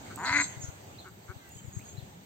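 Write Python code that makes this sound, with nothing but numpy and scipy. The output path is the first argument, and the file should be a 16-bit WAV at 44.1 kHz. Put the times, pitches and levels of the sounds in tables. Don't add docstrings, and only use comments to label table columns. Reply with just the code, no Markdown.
import sys
import numpy as np
from scipy import signal
from scipy.fft import rfft, irfft, next_fast_len
from scipy.io import wavfile
from scipy.ndimage import uniform_filter1d, map_coordinates

SR = 44100
rng = np.random.default_rng(int(sys.argv[2]) if len(sys.argv) > 2 else 0)


def dump(signal):
    limited = np.clip(np.atleast_2d(signal).T, -1, 1)
    pcm = np.round(limited * 32767).astype(np.int16)
    wavfile.write(sys.argv[1], SR, pcm)


def to_linear_factor(level_db):
    exponent = np.asarray(level_db, float) / 20
    return 10 ** exponent


N = 99225

BIRD_HOARSENESS = .5


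def unit(x):
    return x / np.sqrt(np.mean(x ** 2) + 1e-20)


def along(points, hz):
    f, v = np.transpose(points)
    return np.interp(np.log(hz + 1), np.log(f + 1), v)


def over_time(points, t, **ends):
    return np.interp(t, *np.transpose(points), **ends)


def wobble(rate, size=N):
    knots = rng.standard_normal(int(size * rate / SR) + 4)
    return map_coordinates(knots, [np.arange(size) * rate / SR])


def add(out, s, x):
    out[round(s * SR):][:len(x)] += x


def tone(hz):
    return np.sin(2 * np.pi * np.cumsum(hz) / SR)


def filtered(x, response):
    m = next_fast_len(N + SR // 2)
    return irfft(rfft(x, m) * response(np.fft.rfftfreq(m, 1 / SR)), m)[..., :N]


def rush(spectrum, patchy_db):
    # hz, correlation (-1 to 1)
    likeness = [(100, 0.85), (290, 0.88), (640, -0.15), (1400, -0.36), (7000, 0.023), (13000, 0.21)]
    z = signal.stft(rng.standard_normal((2, N)), nperseg=512)[2]
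    patches = uniform_filter1d(rng.standard_normal(z.shape[1:]), 6, 0)
    patches = unit(uniform_filter1d(patches, 10, 1))
    pair = signal.istft(z * to_linear_factor(patchy_db * patches), nperseg=512)[1][:, :N]

    def mid_and_side(hz):
        angle = np.arccos(np.clip(along(likeness, hz), -1, 1)) / 2
        return to_linear_factor(along(spectrum, hz)) * [np.cos(angle), np.sin(angle)]

    mid, side = filtered(pair, mid_and_side)
    return unit(np.array([mid + side, mid - side]))


def air():
    # hz, level_db (per Hz)
    far_colour = [(150, -7.5), (250, -3.5), (407, -7.5), (842, -4), (1020, -10.5), (1430, -11.5),
                  (8600, -21), (11200, -22), (18900, -120)]
    # start_s, level_db
    far_level = [(0, -51), (.5, -51), (.8, -53), (1.2, -56), (1.5, -55), (1.62, -57.5), (1.85, -53.5),
                 (2.05, -54.5), (2.25, -57)]
    # hz, level_db (per Hz)
    hiss_colour = [(11000, -33), (11600, -19), (14000, -16.5), (15800, -18.5)]
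    level_db = over_time(far_level, np.arange(N) / SR)
    far = rush(far_colour, patchy_db=1.6)
    hiss = to_linear_factor([[-72.5], [-67]] + .7 * wobble(20)) * rush(hiss_colour, patchy_db=.6)
    return to_linear_factor(level_db + 0.99 * wobble(10.6) + [[-.6], [.6]]) * far + hiss


def wind():
    # hz, level_db (per Hz)
    rumble_colour = [(15, -95), (25, -26), (102, -2), (172, -8.5), (204, -7.5), (257, -26), (400, -14.5),
                     (520, -33), (880, -120)]
    # start_s, peak_db
    knocks = [(0.564, -42.5), (0.588, -45), (0.632, -38), (0.678, -38), (1.29, -39.5), (1.354, -45),
              (1.552, -48.5), (1.64, -43), (1.672, -41), (1.761, -33.5), (1.936, -46.5), (1.974, -38.5),
              (2.02, -43)]
    bumps, t = np.zeros(N + SR), np.arange(2200) / SR - .012
    for s, db in knocks:
        swing = np.exp(-(t / .0065) ** 2) * np.sin(2 * np.pi * rng.normal(112, 10) * t)
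        add(bumps, s, to_linear_factor(db + 8) * swing)
    bumps = bumps[:N]
    lumps = to_linear_factor(1.57 * np.array([wobble(24.68), wobble(25.19)]) + 3.3 * wobble(2.86))
    rumble = to_linear_factor([[-53], [-56]]) * unit(lumps * rush(rumble_colour, patchy_db=-1.5))
    return rumble + np.array([bumps, to_linear_factor(-32.0) * np.roll(bumps, 300)])


def water():
    # start_s, peak_db, lower_ring_db
    ticks = [(.159, -42.5, 8), (.58, -63, 8), (.596, -62, 6), (.72, -60, -4), (.842, -59, -4),
             (.868, -62, 6), (1.085, -60, 8), (1.19, -62, 3), (1.491, -52, -6), (1.687, -58, -2),
             (1.791, -53, -8), (1.805, -56, -10), (1.818, -57, -10)]
    # start_s, pitch_hz, level_db
    drips = [
        (.0635, 2050, -52),
        (.0745, 2000, -51),
        (.084, 1750, -54),
        (1.793, 2000, -52),
        (1.81, 2300, -52),
        (1.825, 2400, -56),
        (1.883, 2200, -56),
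    ]
    out, t = np.zeros(N), np.arange(900) / SR
    for s, db, low_db in ticks:
        fade = to_linear_factor(db - 60 * t / .01) * (1 - np.exp(-t / .0003))
        spray = 2.8 * rng.standard_normal(900) * np.sin(2 * np.pi * 13500 * t)
        ring = to_linear_factor(low_db) * np.sin(2 * np.pi * 8000 * t)
        add(out, s, fade * (spray + ring))
    out = filtered(out, lambda hz: 1 / (1 + (5500 / (hz + 1)) ** 8))
    for s, hz, db in drips:
        fade = to_linear_factor(db - 60 * t / 0.041) * (1 - np.exp(-t / 0.00033))
        add(out, s, fade * np.sin(2 * np.pi * hz * t * (1 + 14 * t)))
    return out


def warbler():
    # start_s, level_db
    songs = [
        (.978, -50),
        (1.966, -54),
    ]
    # start_s, pitch_hz, level_db
    warble = [(0, 3500, -20), (.007, 4000, -2), (.015, 4100, 0), (.02, 4450, -9), (.025, 4000, -3),
              (.032, 3650, -3), (.039, 3550, -14), (.046, 2900, -14), (.053, 3800, -10), (.06, 3500, -18),
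              (.07, 3000, -13), (.078, 2800, -24)]
    out = np.zeros(N)
    s, hz, db = np.transpose(warble)
    t = np.arange(round(s[-1] * SR)) / SR
    for start, level_db in songs:
        pitch = uniform_filter1d(np.interp(t, s, hz), size=150)
        hoarse = 1 + BIRD_HOARSENESS * wobble(500, size=len(t))
        add(out, start, to_linear_factor(level_db + np.interp(t, s, db)) * hoarse * tone(pitch))
    return out


def whistles():
    # start_s, length_s, from_hz, to_hz, level_db
    glides = [(0.17, 0.07, 7250, 6900, -55), (.232, .04, 6750, 6650, -50),
              (0.222, 0.055, 8250, 7750, -58.5), (.268, .05, 7480, 7450, -57), (0.27, .03, 7250, 7050, -51),
              (0.325, .12, 6830, 6830, -45.5), (0.311, .07, 6380, 6500, -46.5),
              (.37, .085, 6600, 6250, -42), (0.37, .016, 7900, 7850, -47), (0.4, 0.06, 7520, 7480, -41),
              (0.45, 0.05, 7380, 7300, -56), (.49, .07, 7500, 7450, -71), (.465, .075, 6900, 6300, -53),
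              (0.605, 0.048, 6450, 5500, -49.5), (0.606, 0.035, 7520, 7480, -52.5),
              (0.62, 0.02, 7100, 6950, -57), (0.6, 0.07, 6800, 6700, -50), (0.66, .03, 6600, 6350, -52.5),
              (1.47, 0.06, 8400, 8250, -75), (1.535, 0.085, 7950, 7400, -64),
              (1.496, 0.115, 7150, 6550, -59.5), (1.505, .06, 7400, 6950, -72),
              (1.621, 0.05, 7620, 7500, -65.5), (1.633, 0.073, 7020, 6900, -65),
              (1.711, 0.09, 6800, 6300, -55.5), (1.716, 0.11, 7650, 7450, -63),
              (1.728, .03, 7900, 7750, -69), (1.84, 0.094, 6700, 6450, -57.5),
              (1.872, 0.075, 7650, 7330, -62.5), (0.633, 0.073, 1420, 1420, -56),
              (1.565, 0.046, 3073, 3100, -60), (1.39, 0.1, 1600, 1560, -64.5),
              (1.395, .11, 2120, 1900, -63), (1.455, 0.077, 2670, 2800, -65),
              (2.12, .12, 150.7, 209.6, -54)]
    flutter_db, flutter_hz = 2.5, 35
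    out = np.zeros(N)
    for s, length, from_hz, to_hz, db in glides:
        n = round(length * SR)
        u = np.arange(n) / n
        high = from_hz / 7000
        hz = from_hz + (to_hz - from_hz) * u + flutter_hz * high * wobble(207, size=n)
        shape = np.sin(np.pi * u) ** .6 * (1 + BIRD_HOARSENESS * high * wobble(900, size=n))
        level = to_linear_factor(db + high * flutter_db * wobble(108.4, size=n))
        add(out, s, level * shape * tone(hz))
    return out


def throat(x, peaks):
    def response(f):
        total = 0
        for k, (centre, width, db) in enumerate(peaks):
            damping = 1j * f * width
            total = total + (-1) ** k * to_linear_factor(db / 2) * damping / (centre * centre - f * f + damping)
        return total ** 2

    return filtered(x, response)


def pulses(rate_hz, rough, on):
    limp, jitter = .012, .16
    alternate_db, scatter_db, third_db = 1.1, 5.5, 7
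    phase = np.cumsum(rate_hz * on) / SR
    at = np.flatnonzero(np.diff(np.floor(phase)) > 0)
    k, chance = np.arange(len(at)), rng.standard_normal((400, 2))[:len(at)]
    uneven, pair = rough[at] > .1, (-1.) ** k
    shift = (limp * pair + jitter * rough[at] * chance[:, 0]) * SR / rate_hz[at] * uneven
    size_db = rough[at] * (scatter_db * chance[:, 1] + third_db * (k % 3 == 0))
    x = np.zeros(N)
    x[at + np.round(shift).astype(int)] = to_linear_factor(size_db + alternate_db * pair * uneven)
    breath = rng.standard_normal(N) * np.exp(-3 * (phase % 1)) * on
    return x * np.sqrt(SR / rate_hz) + .9 * rough * breath, phase


def grunts():
    # start_s, length_s, pulse_rate_hz, level_db
    mutters = [
        (0.095, 0.045, 182, -52.5),
        (1.038, 0.07, 186.6, -54),
        (1.275, 0.064, 189.3, -51.5),
    ]
    # centre_hz, width_hz, level_db
    still_beak = [(366, 57, -8.5), (1149, 560, -13), (1480, 310, -3), (2235, 140, -16.5)]
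    out, t = np.zeros(N), np.arange(N) / SR
    for s, length, hz, db in mutters:
        on = (t > s) & (t < s + length)
        arch = np.sin(np.pi * np.clip((t - s) / length, 0, 1) ** .8) ** 1.5
        x = pulses(np.full(N, hz), np.full(N, .2), on)[0] * arch
        out += to_linear_factor(db) * unit(throat(x, still_beak)) * np.sqrt(on.mean())
    return out


def quack():
    # start_s, pulse_rate_hz, level_db, beak_opening (0-1)
    course = [
        (0.1688, 146.4, -45, 0),
        (0.202, 155.5, -35.5, 0.28),
        (0.229, 182.7, -34.5, 0.22),
        (0.242, 203.9, -33, 0.36),
        (0.262, 257.6, -33.5, 0.66),
        (0.327, 277.8, -27.5, 0.78),
        (0.362, 290.9, -23, 0.92),
        (0.413, 288.6, -25, 0.9),
        (0.444, 288, -53.5, 0.71),
    ]
    # centre_hz, width_hz, level_db
    shut = [(607, 410, -9), (1080, 600, 10.5), (1500, 850, 2), (2100, 600, -26)]
    half_open = [(662, 170, -2.5), (975, 120, 12), (1375, 300, 13), (1920, 1020, 1.5)]
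    wide_open = [(700, 160, -40), (993, 49, -3.5), (1503, 255, 3.5), (2060, 230, 10.5), (2445, 420, -3)]
    # centre_hz, width_hz, level_db
    rasp_bands = [(3150, 500, -17), (4130, 640, 0), (5350, 600, -7), (7600, 1550, -18)]
    # start_s, level_db
    rasp_level = [(.2, -75), (.246, -57), (.256, -41), (.3, -44), (.35, -44), (.375, -41), (.415, -43),
                  (.45, -48), (.48, -65)]
    # start_s, roughness (0-1)
    roughness = [(.22, .06), (.25, .45), (.325, .5), (.35, .16), (.41, .22), (.43, .6)]
    # multiple (of the pulse rate), level_db, growth (power of the opening)
    chest_lines = [(1, -16, 0.5), (2, -26, -1.5), (2.5, -28, -1), (3.5, -17.5, 1)]
    s, *cols = np.transpose(course)
    t = np.arange(N) / SR
    hz, db, opening = (np.interp(t, s, c) for c in cols)
    on = (t > s[0]) & (t < s[-1])
    x, phase = pulses(hz, over_time(roughness, t), on)

    step = 2 * np.clip(opening, 0, 1)
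    voice = np.zeros(N)
    for k, beak in enumerate([shut, half_open, wide_open]):
        voice += np.clip(1 - abs(step - k), 0, 1) * unit(throat(x, beak))
    catch = to_linear_factor(-12 * np.exp(-((t - .38) / .003) ** 2))
    voice *= to_linear_factor(db) * np.sqrt(on.mean()) * catch

    hum = np.zeros(N)
    for multiple, line_db, growth in chest_lines:
        hum += to_linear_factor(line_db) * (0.16 + step / 2) ** growth * np.sin(2 * np.pi * multiple * phase)
    hum_db = np.interp(t - 0.0077, s, cols[1])
    hum *= on * to_linear_factor(1.7 * wobble(59)) * to_linear_factor(hum_db)

    breath = 1.05 * rng.standard_normal(N) * (1 + ~on)
    gated = (x + breath) * to_linear_factor(0.95 * wobble(68.4)) * (abs(t - .33) < .16)
    rasp = unit(throat(gated, rasp_bands)) * np.sqrt(.32 * SR / N)
    rasp *= to_linear_factor(over_time(rasp_level, t, left=-120, right=-120))
    return voice + hum + rasp


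def bushes(x, t60s):
    hz, t, z = signal.stft(rng.standard_normal((2, SR // 2)), SR, nperseg=256)
    tail = signal.istft(z * to_linear_factor(-60 * t / along(t60s, hz)[:, None]), SR, nperseg=256)[1]
    late = np.pad(x, (300, 0))[None]
    return signal.fftconvolve(late, tail / np.linalg.norm(tail[0]), axes=1)[:, :N]


def placed(x, left_db, lead_s):
    half = np.array([[.5], [-.5]])
    return filtered(x, lambda hz: to_linear_factor(half * left_db(hz)) * np.exp(2j * np.pi * hz * half * lead_s))


def scene():
    # hz, left_over_right_db
    duck_side = [(300, -1), (800, -1), (1300, 4), (2400, 7), (4400, -12.5)]
    # hz, t60_s
    duck_decay = [(200, 0.89), (2000, 0.76), (8000, 0.6)]
    song_decay = [(3000, .2), (6000, .25), (8000, .33)]
    ducks, high, near, drops = quack() + grunts(), whistles(), warbler(), water()
    mix = placed(ducks, lambda hz: along(duck_side, hz), lead_s=.00008)
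    mix = mix + to_linear_factor(-18.5) * bushes(ducks, duck_decay)
    mix = mix + placed(high, lambda hz: -2.5, lead_s=-0.00011) + to_linear_factor(-3) * bushes(high, song_decay)
    mix = mix + placed(near, lambda hz: -4, lead_s=-0.0000089) + to_linear_factor(-1.5) * bushes(near, song_decay)
    mix = mix + placed(drops, lambda hz: -6.5, lead_s=0) + to_linear_factor(-8) * bushes(drops, song_decay)
    return mix + wind() + air()


def band_limit(x):
    return signal.sosfilt(signal.butter(12, 16610, fs=SR, output="sos"), x)


def record(dry):
    # hz, gain_db
    colour = [(30, -18.5), (70, 2.5), (4700, 1.5), (5200, -4.5), (5900, 1.5), (6200, 5)]

    def response(hz):
        gap = (hz > 8640) & (hz < 11600)
        return to_linear_factor(along(colour, hz) - 30 * gap) * (hz < 15830)

    return band_limit(filtered(dry, response))


dry = scene()
out = record(dry)
dump(out)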